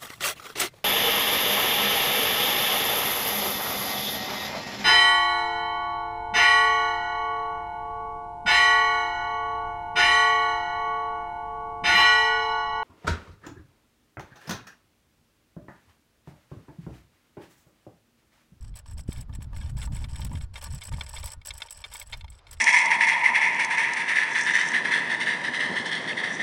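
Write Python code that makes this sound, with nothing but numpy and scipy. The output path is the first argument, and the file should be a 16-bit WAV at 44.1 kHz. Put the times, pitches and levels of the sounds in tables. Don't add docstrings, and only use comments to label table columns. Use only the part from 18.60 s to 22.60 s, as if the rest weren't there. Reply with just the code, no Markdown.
import sys
import numpy as np
from scipy.fft import rfft, irfft, next_fast_len
from scipy.io import wavfile
from scipy.ndimage import map_coordinates

SR = 44100
rng = np.random.default_rng(int(sys.argv[2]) if len(sys.argv) > 2 else 0)


def file_out(sig):
    cols = np.atleast_2d(sig).T
    lim = np.clip(cols, -1, 1)
    pcm = np.round(lim * 32767).astype(np.int16)
    wavfile.write(sys.argv[1], SR, pcm)


N = 176400

# start t/s, end t/s, scrape level/dB, chatter level/dB.
SHAFT_STROKES = [(.01, 0.094, -60.5, -58), (0.15, 0.198, -51.5, -57), (0.258, 0.33, -56, -59),
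                 (0.371, 0.408, -54.5, -50), (0.432, 0.447, -87, -59), (0.477, 0.626, -55, -49.5),
                 (0.732, 0.762, -54, -50.5), (0.806, 0.845, -56, -67), (0.941, 1.106, -52.5, -56.5),
                 (1.167, 1.263, -50.5, -46), (1.319, 1.447, -49.5, -52), (1.484, 1.549, -54.5, -50.5),
                 (1.558, 1.677, -49, -48.5), (1.693, 1.787, -55, -58), (1.805, 1.849, -52, -54),
                 (1.936, 1.991, -46.5, -52), (2.011, 2.079, -46.5, -46.5), (2.097, 2.188, -53, -48.5),
                 (2.205, 2.291, -52.5, -43.5), (2.314, 2.447, -51, -49), (2.461, 2.529, -52.5, -45.5),
                 (2.531, 2.609, -45.5, -43.5), (2.621, 2.741, -50.5, -42), (2.851, 2.899, -47, -37),
                 (2.926, 3.072, -53, -50), (3.098, 3.227, -54.5, -48), (3.25, 3.335, -53.5, -56.5),
                 (3.316, 3.439, -50.5, -47), (3.457, 3.488, -61, -54), (3.492, 3.611, -57.5, -74),
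                 (3.718, 3.788, -64.5, -59.5), (3.871, 3.921, -62, -84), (3.912, 3.952, -52, -51.5),
                 (3.965, 3.998, -65, -60.5)]


def shaft_scrape():
    hiss_colour = [(200, -40.5), (500, 10.5), (1000, 6), (2000, 9), (3500, 7), (5500, -13), (7000, 5),
                   (9800, 4.5), (12500, -8.5), (14000, -10), (16000, -17)]
    frame_modes = [(599, 47, 1.5), (915, 51, 7.5), (1184, 62, 0), (1452, 18.3, 2.5), (1705, 133, 0),
                   (1826, 20, 0.5), (2358, 140, -4), (2700, 270, -5.5), (3085, 450, -5), (3510, 36, -31.5),
                   (4180, 130, -7), (4950, 93, -10), (5210, 37, -15.5), (5520, 200, -2.5)]
    strokes = [(start, end, db) for start, end, db, _ in SHAFT_STROKES]
    t = np.arange(N) / SR
    rise_s, release_s = .005, .0055
    pressure = np.full(N, amp(-79))
    for start, end, db in strokes:
        rise = np.clip((t - start) / rise_s + .5, 0, 1)
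        pressure += amp(db) * rise * np.exp(-np.maximum(t - end, 0) / release_s)
    slips = unit(amp(5.3 * wobble(150) + 1.15 * wobble(28.23)))
    hiss = unit(filtered(slips * rng.standard_normal(N), lambda hz: amp(along(hiss_colour, hz))))
    force = amp(-11.5) * pressure
    tap = np.exp(-np.arange(1024) / (.0014 * SR))
    for s, db in rattle(strokes, per_s=85, scatter_db=6.5):
        add(force, s, amp(db + 2) * tap)

    def frame(hz):
        return sum((-1) ** k * amp(db) * 1j * hz * width / (centre ** 2 - hz ** 2 + 1j * hz * width)
                   for k, (centre, width, db) in enumerate(frame_modes))

    whir = filtered(rng.standard_normal(N) * force, frame)
    return amp(-5.5) * pressure * hiss + amp(12.5) * whir


def crank_and_body():
    clacks = [(.14, -58.5), (.52, -44.5), (.56, -50), (.583, -52), (.727, -55.5), (.804, -64), (.964, -48),
              (1.011, -49), (1.175, -51), (1.216, -41.5), (1.223, -43.5), (1.229, -49), (1.323, -55),
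              (1.367, -45), (1.428, -72), (1.4416, -39.5), (1.5577, -44.5), (1.617, -41.5), (1.754, -44.5),
              (1.81, -46.5), (1.957, -37.5), (1.963, -42), (2.217, -39.5), (2.224, -42), (2.3375, -42),
              (2.409, -29.5), (2.4653, -47.5), (2.565, -38), (2.572, -39.5), (2.631, -42), (2.676, -44),
              (2.815, -51), (2.906, -32), (3.004, -46), (3.0193, -30), (3.085, -47.5), (3.24, -34),
              (3.246, -37), (3.327, -46), (3.355, -38), (3.414, -38), (3.525, -38.5), (3.5295, -32),
              (3.5365, -34.5), (3.544, -44), (3.6096, -43.5), (3.6436, -49.5), (3.6803, -51), (3.72, -56.5),
              (3.743, -62), (3.79, -55.5), (3.868, -48.5), (3.891, -56), (3.97, -58.5)]
    knocks = [(0.4884, -69), (0.5226, -61), (0.6934, -49.5), (0.8063, -52), (0.9301, -46), (1.1751, -47),
              (1.2726, -42.5), (1.5941, -38.5), (1.7149, -41.5), (1.7338, -41), (2.027, -42), (2.0632, -48),
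              (2.3162, -42.5), (2.3821, -40), (2.4168, -57), (2.6359, -40), (2.6604, -44), (2.6833, -46.5),
              (3.0518, -45), (3.3473, -41), (3.6435, -42.5), (3.9309, -61)]
    crank_modes = [(926, -15, .05), (1440, -13, .035), (2170, 0, .028), (2290, -2, .024), (2690, -9, .022),
                   (3230, -1, .024), (3595, 0, .026), (4080, -6, .02), (4400, -13, .018), (4870, -11, .018),
                   (5240, -10, .018), (6300, -17, .013), (7490, -17, .02)]
    body_modes = [(572, -7, 0.062), (904, 2, 0.15), (958, 3, 0.088), (1181, 0, 0.084), (1333, -11.5, 0.013),
                  (1714, -9.5, 0.12), (1717, -28, 0.11), (2060, -41, 0.09)]
    crack = [(300, -31), (900, 7), (2000, 7), (3500, 4.5), (5300, -11.5), (7000, -11.5), (10000, -7),
             (16000, -36)]
    thud = [(200, -21), (600, -5.5), (1000, -9.5), (2000, -9), (4000, -21), (16000, -37)]
    clack = strikes(clacks, crank_modes, crack, burst_db=-9.5, burst_t60=.0057,
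                    attack_s=.00014, hold_s=.0046, scatter_db=2.5, detune=.0096)
    shake = strikes(clacks, body_modes, thud, burst_db=2.5, burst_t60=.093,
                    attack_s=.006, hold_s=.0028, scatter_db=1, detune=.0076)
    knock = strikes(knocks, body_modes, thud, burst_db=-6, burst_t60=.022,
                    attack_s=.002, hold_s=.0014, scatter_db=4, detune=.015)
    return amp(-1) * clack + amp(-22) * shake + amp(-4) * knock


def wire_linkage():
    ticks = [(0.1559, -41.5, -3), (0.1691, -41, -2), (0.1884, -41.5, -5), (0.2832, -51, -18),
             (0.3101, -46.9, -12), (0.3322, -50.6, -17), (0.3823, -50.5, 9), (0.4006, -52, 1),
             (0.5059, -48, -7), (0.5281, -38, -8), (0.5605, -56, -3), (0.5785, -46, 0), (0.6086, -41.5, -2),
             (0.7493, -44, -11), (0.8239, -43.5, -1), (0.971, -45, -6), (0.9964, -69, -15),
             (1.0103, -50.5, -14), (1.1823, -44, -3), (1.2213, -53, 0), (1.237, -46, -3), (1.2573, -45, -6),
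             (1.3482, -40, -18), (1.3611, -39.5, -9), (1.5597, -43.0, -11), (1.604, -42, 0),
             (1.6467, -33, -3), (1.7293, -43.5, -14), (1.8204, -45.5, -19), (2.0229, -42.5, 10),
             (2.0392, -34, -1), (2.1236, -43.5, -17), (2.1453, -39.5, -6), (2.2354, -38, 2),
             (2.2524, -39, -7), (2.2691, -40, -7), (2.4335, -42.5, -13), (2.4913, -37, -2),
             (2.5209, -56, -11), (2.5405, -39, -23), (2.5966, -43.5, -2), (2.6404, -36, 4),
             (2.6572, -30, 2), (2.6759, -39, 3), (2.7183, -36, -11), (2.7333, -42.0, -11),
             (2.8566, -36.5, 8), (2.8706, -30.5, -5.5), (2.9374, -40.5, -10), (2.9781, -37, -3),
             (3.1068, -32.5, -8), (3.1228, -38.5, -9), (3.1719, -40.5, -11), (3.3362, -34, -4),
             (3.3479, -39, 10), (3.3657, -36.5, -3), (3.3971, -31.5, 2), (3.4237, -39, -4),
             (3.472, -45, -14), (3.5132, -48.7, -11), (3.5716, -48.5, -1), (3.7009, -43, -12),
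             (3.9111, -38, -9), (3.9294, -37.5, 2)]
    wire_modes = [(5100, -33.5, 0.057), (5290, -18.5, 0.061), (7590, -9, 0.045), (7920, -0.5, 0.024),
                  (7990, 1.5, .03), (8100, -1.5, 0.026), (9360, -17, 0.033), (9730, -14.5, 0.04),
                  (11050, -14, .015), (12250, -15, 0.013), (15600, -48, 0.015)]
    snap = [(500, -11), (2000, -6), (4200, -0.5), (5400, 2.5), (6900, -1.5), (8000, -21), (8800, -13),
            (9600, 9.5), (10600, -4.5), (12000, 3.5), (14000, -8), (16000, 3.5)]
    zing = [(500, -15.5), (2000, -1.5), (4200, 16), (5400, 31.5), (6900, 3.5), (8000, -11), (8800, 4),
            (9600, 1.5), (10600, -36), (12000, 3), (14000, -10), (16000, 5)]
    strokes = [(start, end, db) for start, end, _, db in SHAFT_STROKES]
    touches = rattle(strokes, per_s=90, scatter_db=4)
    hard = strikes(ticks, wire_modes, snap, burst_db=3, burst_t60=.031,
                   attack_s=.0014, hold_s=.00067, scatter_db=3, detune=.0014)
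    chatter = strikes(touches, wire_modes, zing, burst_db=-3, burst_t60=.02,
                      attack_s=.00048, hold_s=.0005, scatter_db=4, detune=.0013)
    return amp(-4) * (hard + chatter)


def bearing_squeaks():
    squeaks = [(1.009, .034, 1645, -51.5), (.53, .02, 1780, -60), (1.062, .025, 1790, -59)]
    track = np.zeros(N)
    for s, length, hz, db in squeaks:
        progress = np.linspace(0, 1, int(length * SR))
        pitch = hz * (1 + .006 * wobble(288)[:len(progress)])
        phase = 2 * np.pi * np.cumsum(pitch) / SR
        swell = np.abs(np.sin(np.pi * np.sqrt(progress)))
        add(track, s, amp(db) * swell * (np.sin(phase) + amp(-2) * np.sin(2 * phase)))
    return track


def wind():
    rumble_curve = [(0, -37), (.13, -39), (.165, -47), (.27, -50.5), (.31, -39), (.9, -36), (1.4, -32.5),
                    (1.6, -34.5), (1.74, -27), (1.84, -36), (1.97, -45), (2.12, -34.5), (2.24, -50),
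                    (2.34, -34), (2.52, -46.5), (2.66, -43), (2.73, -59), (2.78, -39), (2.83, -51.5),
                    (2.97, -47), (3.1, -65), (3.18, -48.5), (3.44, -53.5), (3.57, -41), (3.82, -58),
                    (3.93, -47.5)]
    eddy_curve = [(0, -73), (.25, -61), (.4, -43.5), (.72, -38.5), (.9, -44), (1.4, -38.5), (1.6, -37),
                  (1.74, -31), (1.95, -67), (2.14, -41), (2.24, -66), (2.34, -36.5), (2.46, -76),
                  (3.2, -73), (4, -78)]
    rumble_colour = [(15, -5.5), (30, -4), (48, -0.5), (80, -2), (120, -13.5), (170, -23), (260, -33.5),
                     (500, -47.5), (1500, -81)]
    eddy_colour = [(30, 0.5), (80, -15.5), (120, 14.5), (170, 3), (250, -5.5), (400, -25), (800, -22),
                   (2000, -49)]
    puffs = [(0.4908, -19, .0011), (0.7891, -28.5, .0016)]
    t = np.arange(N) / SR
    lumps_db = 2.4 * wobble(18)
    rumble = unit(noise(rumble_colour) * amp(lumps_db))
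    eddies = unit(noise(eddy_colour) * amp(lumps_db + 3.8 * wobble(55)))
    track = amp(np.interp(t, *np.transpose(rumble_curve)) + 1) * rumble
    track += amp(np.interp(t, *np.transpose(eddy_curve)) - 2) * eddies
    for s, db, width in puffs:
        offset = (t - s) / width
        push_pull = -2 * offset / (1 + offset ** 2)
        track += amp(db) * push_pull * np.exp(-(offset / 5) ** 2)
    return track


def shore():
    wash_colour = [(30, -12), (200, -17), (400, -6), (650, -3.5), (950, -3.5), (1300, -4), (1800, -12),
                   (2600, -16), (5000, -18.5), (10000, -45), (16000, -63)]
    return amp(-71) * noise(wash_colour) * amp(3.6 * wobble(4.14) + .68 * wobble(40))


def strikes(contacts, modes, colour, burst_db, burst_t60, attack_s, hold_s, scatter_db, detune):
    size, longest_t60 = 4096, .05
    track, t = np.zeros(N), np.arange(size) / SR
    hz, level, t60 = np.transpose(modes)
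    free_s = np.maximum(t - hold_s, 0)
    decay = amp(level[:, None] - 60 * free_s / np.minimum(t60, longest_t60)[:, None])
    for s, db, *hardness in contacts:
        gain, shift, phase = rng.standard_normal((3, len(hz), 1))
        pitch = hz[:, None] * (1 + detune * shift)
        ring = (amp(scatter_db * gain) * decay * np.sin(2 * np.pi * (pitch * t + phase))).sum(0)
        burst = noise(colour, size) * amp(-60 * free_s / burst_t60)
        hit = unit(ring) + amp(burst_db + sum(hardness)) * unit(burst)
        hit *= 1 - np.exp(-t / attack_s)
        add(track, s, amp(db) * hit / hit[:SR // 200].std())
    return track


def rattle(strokes, per_s, scatter_db):
    contacts = []
    for start, end, db in strokes:
        jitter, accents = rng.standard_normal((32, 2)).T
        times = start + (np.arange(len(jitter)) + .4 + .39 * jitter) / per_s
        contacts += [(s, db + scatter_db * min(accent, 1)) for s, accent in zip(times, accents) if s < end]
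    return contacts


def amp(db):
    return 10 ** (np.asarray(db) / 20)


def unit(x):
    return x / np.sqrt(np.mean(x ** 2) + 1e-20)


def along(spectrum, hz):
    knots_hz, db = np.transpose(spectrum)
    return np.interp(np.log(hz + 1), np.log(knots_hz + 1), db)


def wobble(rate):
    return map_coordinates(rng.standard_normal(2048), [np.arange(N) * rate / SR], mode="mirror")


def filtered(x, response):
    size = next_fast_len(len(x) + 4096)
    return irfft(rfft(x, size) * response(np.fft.rfftfreq(size, 1 / SR)), size)[:len(x)]


def noise(spectrum, size=N):
    return unit(filtered(rng.standard_normal(size), lambda hz: amp(along(spectrum, hz))))


def add(track, s, sound):
    i = int(np.clip(round(s * SR), 0, N))
    track[i:i + len(sound)] += sound[:N - i]


def scene():
    return (wind() + shore() + shaft_scrape() + bearing_squeaks() + crank_and_body() + wire_linkage())[None]


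def record(dry):
    return filtered(dry[0], lambda hz: hz < 16100)[None]


dry = scene()
out = record(dry)
file_out(out)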